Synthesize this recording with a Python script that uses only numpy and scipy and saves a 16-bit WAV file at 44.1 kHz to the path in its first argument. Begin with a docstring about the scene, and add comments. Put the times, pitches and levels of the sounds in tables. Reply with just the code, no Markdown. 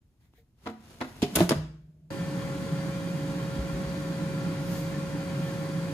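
"""An air fryer's drawer, with a metal pan in it, is pushed home in a small kitchen, then the fan runs. Drawer:
struck modes ring, shaped noise clacks, rubs and snaps as it bumps along the rails, hits the housing and passes
the catches. Fan: coloured noise roars and hisses in the shell, shaft multiples hum and whine, and narrow
resonances whirr; the fan sound comes in abruptly at full level. A hand-held phone gets small bumps; an abrupt
faint click is heard early on; faint kitchen noise lies below."""
import sys
import numpy as np
from scipy import signal
from scipy.fft import rfft, irfft
from scipy.io import wavfile
from scipy.ndimage import uniform_filter1d

SR = 44100
rng = np.random.default_rng(int(sys.argv[2]) if len(sys.argv) > 2 else 0)


def bounce(signal):
    """Save signal as a 16-bit WAV file at the path given by the first command-line argument."""
    frames = np.transpose(np.atleast_2d(signal))
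    limited = np.clip(frames, -1, 1)
    pcm = np.round(limited * 32767).astype(np.int16)
    wavfile.write(sys.argv[1], SR, pcm)


N = 261504
T = np.arange(N) / SR
HZ = np.maximum(np.arange(N // 2 + 1) * SR / N, 1)
FAN_ON_S = 2.1035

# plastic clack spectrum: freq_hz, density_db_per_hz
CLACK_SPECTRUM = [(50, -9), (230, 10), (600, 3.5), (950, 2), (1300, 1.5), (1800, -2.5), (2800, -11),
                  (3900, -12.5), (5500, -17), (10000, -25.5), (16000, -42.5)]
# bright snap spectrum: freq_hz, density_db_per_hz
SNAP_SPECTRUM = [(1000, -7.5), (3000, -2), (4000, -7), (6200, -4.5), (9000, -3), (11000, -2), (14000, -6),
                 (16000, -30)]


def basket():
    """Each bump excites pan modes by a landing and random chatter; plastic contacts clack on the rail."""
    # bumps over a rail joint, one foot then the other: landing_s, pan_db, clack_db, snap_db
    bumps = [(0.6627, -34.5, -37.5, -63), (1.0107, -35, -33.5, -40)]
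    # graze, landings and rebounds: after_landing_s, level_db
    bump_contacts = [(-.005, -2), (.001, 3.5), (.008, -5), (0.0246, -8.5), (.036, -13)]
    # pan and wire rack modes: freq_hz, t60_s, first_bump_db, second_bump_db
    pan_modes = np.array([(138.3, .25, -16.5, -3.5), (222, 0.58, -3, -16), (256, .17, -1.5, 4.5),
                          (323, 0.28, -11, -2), (348.4, 0.21, -4, -14.5), (462, .18, 0, -7.5),
                          (502, 0.13, -11, 0.5), (610, .09, -9, -1), (730, 0.14, -2, 3),
                          (856, 0.11, -8.5, -4), (971, .12, -2, -6.5), (1084, .1, -19.5, -4.5),
                          (1230, 0.13, -9, -8), (1400, .11, -12.5, -2.5), (1540, .1, -14, -6.5),
                          (1900, .1, -21.5, -4), (2060, 0.11, -8, -6.5), (2600, .11, -14.5, -15),
                          (3400, .1, -21, -21.5), (4100, .08, -18, -14)])
    # rail clack spectrum: freq_hz, density_db_per_hz
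    rail_clack = [(70, -3), (230, 4), (600, 5.5), (1300, 1.5), (2000, -1.5), (2800, -9), (4000, -10.5),
                  (5500, -18), (10000, -31), (16000, -44.5)]
    # soft touch before the push: start_s, level_db
    touches = [(.378, -47.5)]
    # modes stirred by the touch: freq_hz, level_db, t60_s
    touch_modes = [(460, -1, 0.13), (590, -10, 0.072), (730, -5, 0.061)]
    chatter_per_s, chatter_db, chatter_t60_s = 240, -13, 0.15  # level against the landing

    pan = 0
    for foot, (at, db, _, _) in enumerate(bumps):
        chatter = bursts([at], [chatter_db], rise=.002, t60=chatter_t60_s)
        force = ticks(chatter_per_s, scatter_db=-1) * chatter
        force[int(at * SR)] += 1
        struck = zip(pan_modes[:, 0], pan_modes[:, 2 + foot], pan_modes[:, 1])
        response = ring(0, db, struck, rise=.002)[:SR]
        pan = pan + signal.fftconvolve(force, response)[:N]

    contacts = [(at + lag, db + step) for at, _, db, _ in bumps for lag, step in bump_contacts]
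    contact_s, clack_db = np.transpose(contacts)
    clack = noise(across(rail_clack)) * bursts(contact_s, clack_db, rise=0.00046, t60=0.073)
    clack = clack * grit(rate=450, depth=0.35, t60=0.01)
    landing_s, _, _, snap_db = np.transpose(bumps)
    snap = noise(across(SNAP_SPECTRUM)) * bursts(landing_s, snap_db, rise=.0005, t60=0.02)
    touch = sum(ring(at, db, touch_modes, rise=0.019) for at, db in touches)
    return pan + clack + snap + touch


def rails():
    """Plastic sticks and slips in uneven grains and ticks over burrs, louder with speed and a tighter fit."""
    # rubbing spectrum: freq_hz, density_db_per_hz
    rub_spectrum = [(60, 6.5), (130, 12.5), (250, 4), (700, -3.5), (2000, -8.5), (4500, -11), (8500, -16.5),
                    (11000, -15.5), (14000, -18.5), (16000, -39.5)]
    # drawer gripped, breaking loose, squeezing past the catches: start_s, attack_s, hold_s, level_db
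    scrape_events = [(0.184, 0.028, 0.042, -71.5), (0.31, 0.028, 0.027, -75), (0.529, 0.15, 0.024, -55.5),
                     (1.329, 0.04, 0.065, -34)]
    push_start_s, speed_up_s, push_stop_s, brake_s = 0.64, 0.26, 1.42, 0.016
    glide_db = -53  # at full speed, before the fit tightens
    enter_s, tighten_db_per_s = 1.143, 45.5  # inside the opening
    scrape_t60_s = 0.147
    burrs_per_s, burr_db = 70, -9  # level against the rubbing

    speed = ramp(push_start_s, speed_up_s) * (1 - ramp(push_stop_s, brake_s))
    inside_s = np.clip(T, enter_s, push_stop_s) - enter_s
    glide = speed ** 2 * undb(glide_db + tighten_db_per_s * inside_s)
    scrapes = 0
    for start, attack, hold, db in scrape_events:
        tail = fade(np.maximum(T - start - attack - hold, 0), scrape_t60_s)
        scrapes = scrapes + undb(db) * ramp(start, attack) ** 2 * tail

    grains = rng.standard_normal((2, N)) * undb(5 * rng.standard_normal(N))
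    rubbing = unit(colour(spread(grains), across(rub_spectrum))) * undb(1.4 * walk(35))
    burrs = undb(burr_db) * noise(across(rub_spectrum)) * grit(burrs_per_s, depth=1, t60=.02)
    return (rubbing + burrs) * (glide + scrapes)


def judder():
    """Low stick-slip groans of the tight drawer body, as sines under smooth swells."""
    # groans just before the catches: centre_s, width_s, pitch_hz, level_db
    groans = [(1.305, .012, 235, -41), (1.337, .016, 195, -34)]
    return sum(np.sin(2 * np.pi * hz * T) * swell(s, width, db) for s, width, hz, db in groans)


def lip():
    """The drawer's lip knocks on the opening: hollow modes ring, plastic rattles, the first knock clicks."""
    # knocks on the edge of the opening: start_s, ring_db, rattle_db
    knocks = [(1.2195, -42, -27.5), (1.227, -9.5, -34.5)]
    # lip modes: freq_hz, level_db, t60_s
    lip_modes = [(96.1, -22.5, 0.1), (141, -12.5, 0.14), (205, -2.5, 0.055), (256, 11, 0.026),
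                 (310, -1, 0.03), (405, -8.5, 0.11), (716, -19, 0.16), (2490, -28.5, .1),
                 (3030, -21.5, 0.099)]
    # rattle spectrum: freq_hz, density_db_per_hz
    rattle_spectrum = [(400, -2), (1000, -1.5), (1600, -12.5), (2600, -2.5), (4200, -7), (6000, -13),
                       (10500, -20), (16000, -32.5)]
    start_s, ring_db, rattle_db = np.transpose(knocks)
    rattle = noise(across(rattle_spectrum)) * bursts(start_s, rattle_db, rise=.0005, t60=0.1)
    rattle = rattle * grit(rate=360, depth=0.4, t60=0.005)
    click = noise(across(SNAP_SPECTRUM)) * bursts(start_s[:1], [-32], rise=.001, t60=.02)
    return click + rattle + sum(ring(at, db, lip_modes, rise=0.006) for at, db in zip(start_s, ring_db))


def catches():
    """Sprung catches snap over their ramps, each at its own resonance; the plastic around them clacks."""
    # catch snaps: start_s, level_db, resonance_hz, tilt_db_per_octave
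    snap_events = [(1.354, -20.5, 3700, 2.5), (1.3559, -17, 5900, 8.5), (1.3596, -20, 3640, -0.5),
                   (1.492, -17.5, 4950, -2.5)]
    resonance_width_hz, resonance_db = 870, 10.5
    clack_db = -18  # relative to the snap

    snap = 0
    for at, db, hz, tilt in snap_events:
        resonance = resonance_db / (1 + (2 * (HZ - hz) / resonance_width_hz) ** 2)
        tone = across(SNAP_SPECTRUM) + tilt * np.log2(HZ / hz) + resonance
        snap = snap + noise(tone) * bursts([at], [db], rise=0.00025, t60=0.042)
    start_s, snap_db = np.transpose(snap_events)[:2]
    clack = noise(across(CLACK_SPECTRUM)) * bursts(start_s, snap_db + clack_db, rise=0.00046, t60=0.19)
    return snap + clack * grit(rate=300, depth=0.44, t60=.008)


def closing():
    """Rims crack and clack, the shell rings at a pitch set by the strike point, the drawer's mass thumps."""
    # drawer strikes the housing: start_s, pitch_ratio, ring_db, clack_db, crack_db
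    slams = [(1.3688, .97, -26, -23, -23.5), (1.3875, 0.95, -28.5, -27.5, -26),
             (1.4049, 1.0, -17, -24, -24), (1.4112, 1.0, -25, -31, -33.5), (1.4218, 0.85, -37, -35, -36.5),
             (1.5072, 1.04, -21.5, -21.5, -27), (1.5163, .98, -22.5, -19.5, -29.5)]
    # the drawer's mass follows into the housing: start_s, pitch_hz, level_db, t60_s
    thumps = [(1.366, 168, -22, .14), (1.4128, 177, -11, .19), (1.51, 146, -22, .17),
              (1.5195, 250, -11, .03)]
    # shell modes at pitch ratio 1: freq_hz, level_db, t60_s
    shell_modes = np.array([(176, -9.5, 0.1), (313, -11.5, 0.078), (337.5, 6.5, 0.063), (406, -1, 0.074),
                            (622, -1, 0.07), (667, 2.5, 0.049), (704, -9.5, 0.025), (862, -20.5, 0.2),
                            (1070, -19.5, 0.11), (1360, -31, .08), (1720, -20, 0.073), (2240, -31.5, 0.067),
                            (3280, -29.5, .15), (3590, -22.5, 0.045)])
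    # rim crack spectrum: freq_hz, density_db_per_hz
    crack_spectrum = [(300, -3.5), (1000, -5), (1800, -6.5), (3500, -1), (7000, -14), (16000, -24)]
    # closed drawer settles: start_s, level_db
    settle = [(1.553, -23.5)]
    # housing modes that hum on: freq_hz, level_db, t60_s
    housing_modes = [(59, -15, .9), (92, -5.5, .25), (135, -19, .9), (155, -1.5, .34), (155.8, -16, 1.7)]
    # faint murmur of the closed housing: freq_hz, width_hz, level_db, right_lag_deg
    murmur_resonances = [(160, 40, -59, 0), (310, 90, -75, 0), (450, 60, -83, 0), (615, 90, -82, 0)]
    edge_db = -7  # relative to the crack

    start_s, pitch, ring_db, clack_db, crack_db = np.transpose(slams)
    thump = sum(ring(at, db, [(hz, 0, t60)], rise=0.0013) for at, hz, db, t60 in thumps)
    shell = sum(ring(at, db, shell_modes * [ratio, 1, 1])
                for at, ratio, db in zip(start_s, pitch, ring_db))
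    crack = noise(across(crack_spectrum)) * bursts(start_s, crack_db, rise=0.00022, t60=0.021)
    clack = noise(across(CLACK_SPECTRUM)) * bursts(start_s, clack_db, rise=0.00035, t60=0.062)
    clack = clack * grit(rate=290, depth=0.33, t60=.008)
    edge = noise(across(SNAP_SPECTRUM)) * bursts(start_s, crack_db + edge_db, rise=0.00023, t60=0.018)
    hum = sum(ring(at, db, housing_modes, rise=0.0042) for at, db in settle)
    murmur = stirred(murmur_resonances) * ramp(settle[0][0], 0.011) * (T < FAN_ON_S)
    return thump + shell + crack + clack + edge + hum + murmur


def fan():
    """Turbulent air resounds in the shell and hisses through the vent; motor hums, blades whine, grille rings."""
    # air in the shell: freq_hz, density_db_per_hz
    air_spectrum = [(25, -10), (50, -4), (130, 3), (250, 3.5), (420, -1), (620, -5.5), (900, -4.5),
                    (1400, -9), (2150, -12), (2700, -16.5), (4700, -17), (5400, -21), (7000, -39),
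                    (16000, -47)]
    # cavity and panel resonances, and dips between: freq_hz, width_hz, lift_db
    cavity = [(51, 15, 9), (114, 19, 1), (133.3, 48, 5), (167.6, 66.7, 17), (237, 23, -3.5),
              (291.8, 54, 10.5), (348, 18, 4.5), (382.5, 16, 8.5), (462, 23, 5), (839, 38, 2.5),
              (1023, 43, 4.5), (1118, 37, 7), (1170, 64, -3.5), (1395, 130, 4.5), (1680, 240, 3.5)]
    # vent hiss: freq_hz, density_db_per_hz
    hiss_spectrum = [(2500, -2), (5000, -12), (5700, 6), (7800, 4.5), (8700, 8), (10350, -1), (11000, 4.5),
                     (11400, -6), (12000, 1), (13600, -0.5), (14400, -8), (14900, 1), (16000, -12)]
    # thin sizzle: freq_hz, density_db_per_hz
    sizzle_spectrum = [(2500, -1), (6000, 0.5), (10000, -4), (13000, 2), (14500, -4), (16000, -1)]
    # sizzle swells: centre_s, level_db
    sizzle_swells = [(4.745, -47), (5.48, -56)]
    # air buffets the shell: centre_s, level_db
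    surge_swells = [(2.733, -25), (5.035, -27), (5.497, -29)]
    # motor hum and blade whine: shaft_multiple, level_db
    orders = [(1, -60), (2, -52), (6, -49), (11, -41.5), (22, -63)]
    # fan wheel and grille rings: freq_hz, width_hz, level_db, right_lag_deg
    whirr_resonances = [(1383, 18, -57.5, 30), (1785, 16, -61.5, -20), (1988, 34, -64, 35),
                        (2058, 34, -64.5, 35), (2265, 60, -66, -35), (2378, 34, -61.5, 10),
                        (2475, 65, -64, -70), (2810, 45, -69, -60), (2920, 60, -68.5, 45),
                        (3090, 120, -66, -55), (3300, 130, -64, -80), (3520, 70, -68.5, -5),
                        (3745, 50, -69, -100), (3850, 60, -70.5, -15), (4240, 70, -73, -110),
                        (4420, 110, -68.5, -15), (4630, 130, -63, -120), (5020, 100, -68, -65),
                        (5820, 110, -72, -130)]
    roar_db, hiss_db, roar_flutter_db = -32.5, -55.5, .5
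    shaft_hz, surge_hz = 49.78, 160
    surge_width_s, sizzle_width_s = .012, 0.094  # from the top of a swell to 1/e

    lift = sum(db / (1 + (2 * (HZ - hz) / width) ** 2) for hz, width, db in cavity)
    roar = undb(roar_db) * noise(across(air_spectrum) + lift) * undb(roar_flutter_db * walk(14))
    hiss = undb(hiss_db) * noise(across(hiss_spectrum))
    sizzle_level = sum(swell(s, sizzle_width_s, db) for s, db in sizzle_swells)
    sizzle = noise(across(sizzle_spectrum)) * sizzle_level
    air = roar + hiss + sizzle

    surge_level = sum(swell(s, surge_width_s, db) for s, db in surge_swells)
    surges = np.sin(2 * np.pi * surge_hz * T) * surge_level
    turns = np.cumsum(shaft_hz * (1 + 0.00068 * walk(4.93))) / SR
    whine = sum(np.sqrt(2) * undb(db + .5 * walk(11)) * np.sin(2 * np.pi * k * turns) for k, db in orders)
    whirr = stirred(whirr_resonances, flutter_db=2.5, waver=.0015)
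    running = air + kitchen(air, wet_db=-4.0, bass_hz=1750) + surges + whine + whirr
    return running * ramp(FAN_ON_S, 0.00073)


def handling():
    """Finger scuffs of shaped noise, and dull low rings as the hand bumps the phone."""
    # fingers scuff over the handle: centre_s, width_s, level_db
    scuffs = [(.25, .04, -72), (.382, .036, -64.5)]
    # scuff spectrum: freq_hz, density_db_per_hz
    scuff_spectrum = [(1000, -26), (1600, -5), (2100, 1), (2700, -13), (3600, -5), (5000, -15),
                      (11000, -17), (16000, -5.5)]
    # hand bumps the phone: start_s, pitch_hz, level_db
    hand_bumps = [(3.582, 61, -20.5), (3.725, 57, -27), (3.851, 62, -30)]
    scuff = noise(across(scuff_spectrum)) * sum(swell(*row) for row in scuffs)
    return scuff + sum(ring(s, db, [(hz, 0, .2)], rise=0.0038) for s, hz, db in hand_bumps)


def abrupt_click():
    """An abrupt faint click: three sines that die away within milliseconds."""
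    # abrupt faint click: start_s, level_db
    clicks = [(.3372, -46)]
    partials = [(250, 0, .008), (900, -2, .003), (2500, -5, .002)]  # freq_hz, level_db, t60_s
    return sum(ring(s, db, partials, rise=.0001) for s, db in clicks)


def kitchen(x, wet_db, bass_hz):
    """Diffuse echo of hard walls: noise bands with their own decay, short in the treble, weak in the bass."""
    # room decay: freq_hz, t60_s
    room_decay = [(100, 0.58), (600, 0.41), (1500, 0.54), (5000, 0.48), (9000, 0.42), (16000, 0.24)]
    edges_hz = np.geomspace(100, 16000, 9)
    echo = rfft(spread(rng.standard_normal((2, N)))) * HZ / np.hypot(HZ, bass_hz)
    t = T[:SR]
    tail = 0
    for lo, hi in zip(edges_hz, edges_hz[1:]):
        band = irfft(echo * ((HZ >= lo) & (HZ < hi)), N)[:, :SR]
        tail = tail + band * fade(t, across(room_decay, np.sqrt(lo * hi)))
    tail = tail * np.clip(t / 0.00077, 0, 1)
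    tail = tail / np.sqrt(np.sum(tail ** 2) / 2)
    return undb(wet_db) * signal.fftconvolve(x, tail, axes=1)[:, :N]


def quiet_room():
    """Low rumble of the kitchen: coloured noise with a slow random drift in level."""
    # background spectrum: freq_hz, density_db_per_hz
    quiet_spectrum = [(25, 1.5), (55, 5), (115, 0.5), (250, -10), (500, -23), (1000, -30.5), (4000, -36.5),
                      (16000, -40)]
    return undb(-61.5) * noise(across(quiet_spectrum)) * undb(1.2 * walk(4.1))


def undb(db):
    """Decibels to gain."""
    return 10 ** (np.asarray(db) / 20)


def unit(x):
    """Scale to rms 1."""
    return x / np.sqrt(np.mean(x ** 2))


def across(points, hz=HZ):
    """Interpolate (Hz, value) points on a log-frequency axis."""
    f, value = np.transpose(points)
    return np.interp(np.log(hz), np.log(f), value)


def colour(x, db):
    """Filter by a gain in dB at every frequency."""
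    return irfft(rfft(x) * undb(db), N)


def spread(x, apart_hz=1000):
    """Two unrelated signals to left and right: long waves reach both ports alike, short ones do not."""
    ratio = (HZ / apart_hz) ** 2
    apart = np.clip(ratio / (1 + ratio) + 0.025, 0, 1)
    mid, side = rfft(x) * np.sqrt([1 - apart / 2, apart / 2])
    return irfft(np.array([mid + side, mid - side]), N)


def noise(db):
    """Stereo noise of a given colour, rms 1."""
    return unit(colour(spread(rng.standard_normal((2, N))), db))


def walk(rate):
    """Smooth random drift, rms 1, from held draws at rate per s, averaged twice."""
    k = int(SR / rate)
    steps = np.repeat(rng.standard_normal(N // k + 1), k)
    return unit(uniform_filter1d(uniform_filter1d(steps, k), k)[:N])


def fade(t, t60):
    """Exponential decay by 60 dB in t60 seconds."""
    return np.exp(-np.log(1000) * t / t60)


def ramp(start, length):
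    """Rise evenly from 0 to 1."""
    return np.clip((T - start) / length, 0, 1)


def swell(s, width, db):
    """Gaussian rise and fall around time s."""
    return undb(db) * np.exp(-((T - s) / width) ** 2)


def bursts(times, dbs, rise, t60):
    """Envelope of contacts that build up fast and die away."""
    out = np.zeros(N)
    t = T[:SR // 2]
    for s, db in zip(times, dbs):
        out[int(s * SR):][:len(t)] += undb(db) * (1 - np.exp(-t / rise)) * fade(t, t60)
    return out


def ring(s, db, modes, rise=0.0015):
    """Decaying modes struck at time s."""
    out, t = np.zeros(N), T[:SR * 2]
    wave = sum(undb(gain) * np.sin(2 * np.pi * hz * t) * fade(t, t60) for hz, gain, t60 in modes)
    out[int(s * SR):][:len(t)] = undb(db) * wave * (1 - np.exp(-t / rise))
    return out


def stirred(resonances, flutter_db=0, waver=0):
    """Randomly driven light resonances: separate flutter, shared pitch waver, a port lag for each."""
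    out, clock = 0, T + waver * np.cumsum(walk(3)) / SR
    for hz, width, db, lag_deg in resonances:
        flutter = unit(undb(flutter_db * walk(30)))
        drive = (walk(2 * width) + 1j * walk(2 * width)) * flutter
        wave = undb(db) * drive * np.exp(2j * np.pi * hz * clock)
        lagged = wave * np.exp(-1j * np.radians(lag_deg))
        out = out + np.array([wave.real, lagged.real])
    return out


def ticks(rate, scatter_db):
    """Tiny contacts at random moments, of uneven size."""
    return (rng.random(N) < rate / SR) * undb(scatter_db * rng.uniform(-1.1, 1, N))


def grit(rate, depth, t60):
    """Envelope, rms 1, that breaks a noise into tiny contacts; depth 0 is smooth, 1 is lone ticks."""
    contacts = unit(signal.fftconvolve(ticks(rate, 6), fade(T[:SR // 10], t60))[:N])
    depth = np.clip(depth, 0, 1)
    return unit(1 - depth + depth * contacts)


def scene():
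    """Drawer with its echo, then fan, with handling and a click, over the low rumble of the kitchen."""
    drawer = basket() + rails() + judder() + lip() + catches() + closing()
    echo = kitchen(drawer, wet_db=-11.5, bass_hz=197.7)
    return drawer + echo + fan() + handling() + abrupt_click() + quiet_room()


def record(dry):
    """The phone's two ports differ in colour and arrival time; fade in, cut lowest bass and highest treble."""
    # port colour: freq_hz, left_minus_right_db
    port_balance = [(100, 0.5), (200, -1.5), (350, -2), (550, -0.5), (800, 3), (2100, 2), (3000, 1),
                    (6000, -2), (9000, 1.5)]
    left_lead_samples, treble_lag_samples = 4, 13
    shared_hz, low_cut_hz, top_hz = 8500, 42, 15500

    left, right = rfft(dry) * undb(np.outer([1, -1], across(port_balance)) / 2)
    one_sample = np.exp(-2j * np.pi * HZ / SR)
    right = right * one_sample ** left_lead_samples
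    # the left takes its top octave from the right, a little late
    share = 1 / (1 + (shared_hz / HZ) ** 8)
    left = np.sqrt(1 - share) * left + np.sqrt(share) * right * one_sample ** treble_lag_samples
    low_cut = signal.butter(3, low_cut_hz, "high", fs=SR, output="sos")
    out = signal.sosfilt(low_cut, irfft(np.array([left, right]), N))
    high_cut = signal.ellip(10, .2, 80, top_hz, fs=SR, output="sos")
    return signal.sosfilt(high_cut, out * np.minimum(T / .02, 1) ** 2)


dry = scene()
out = record(dry)
bounce(out)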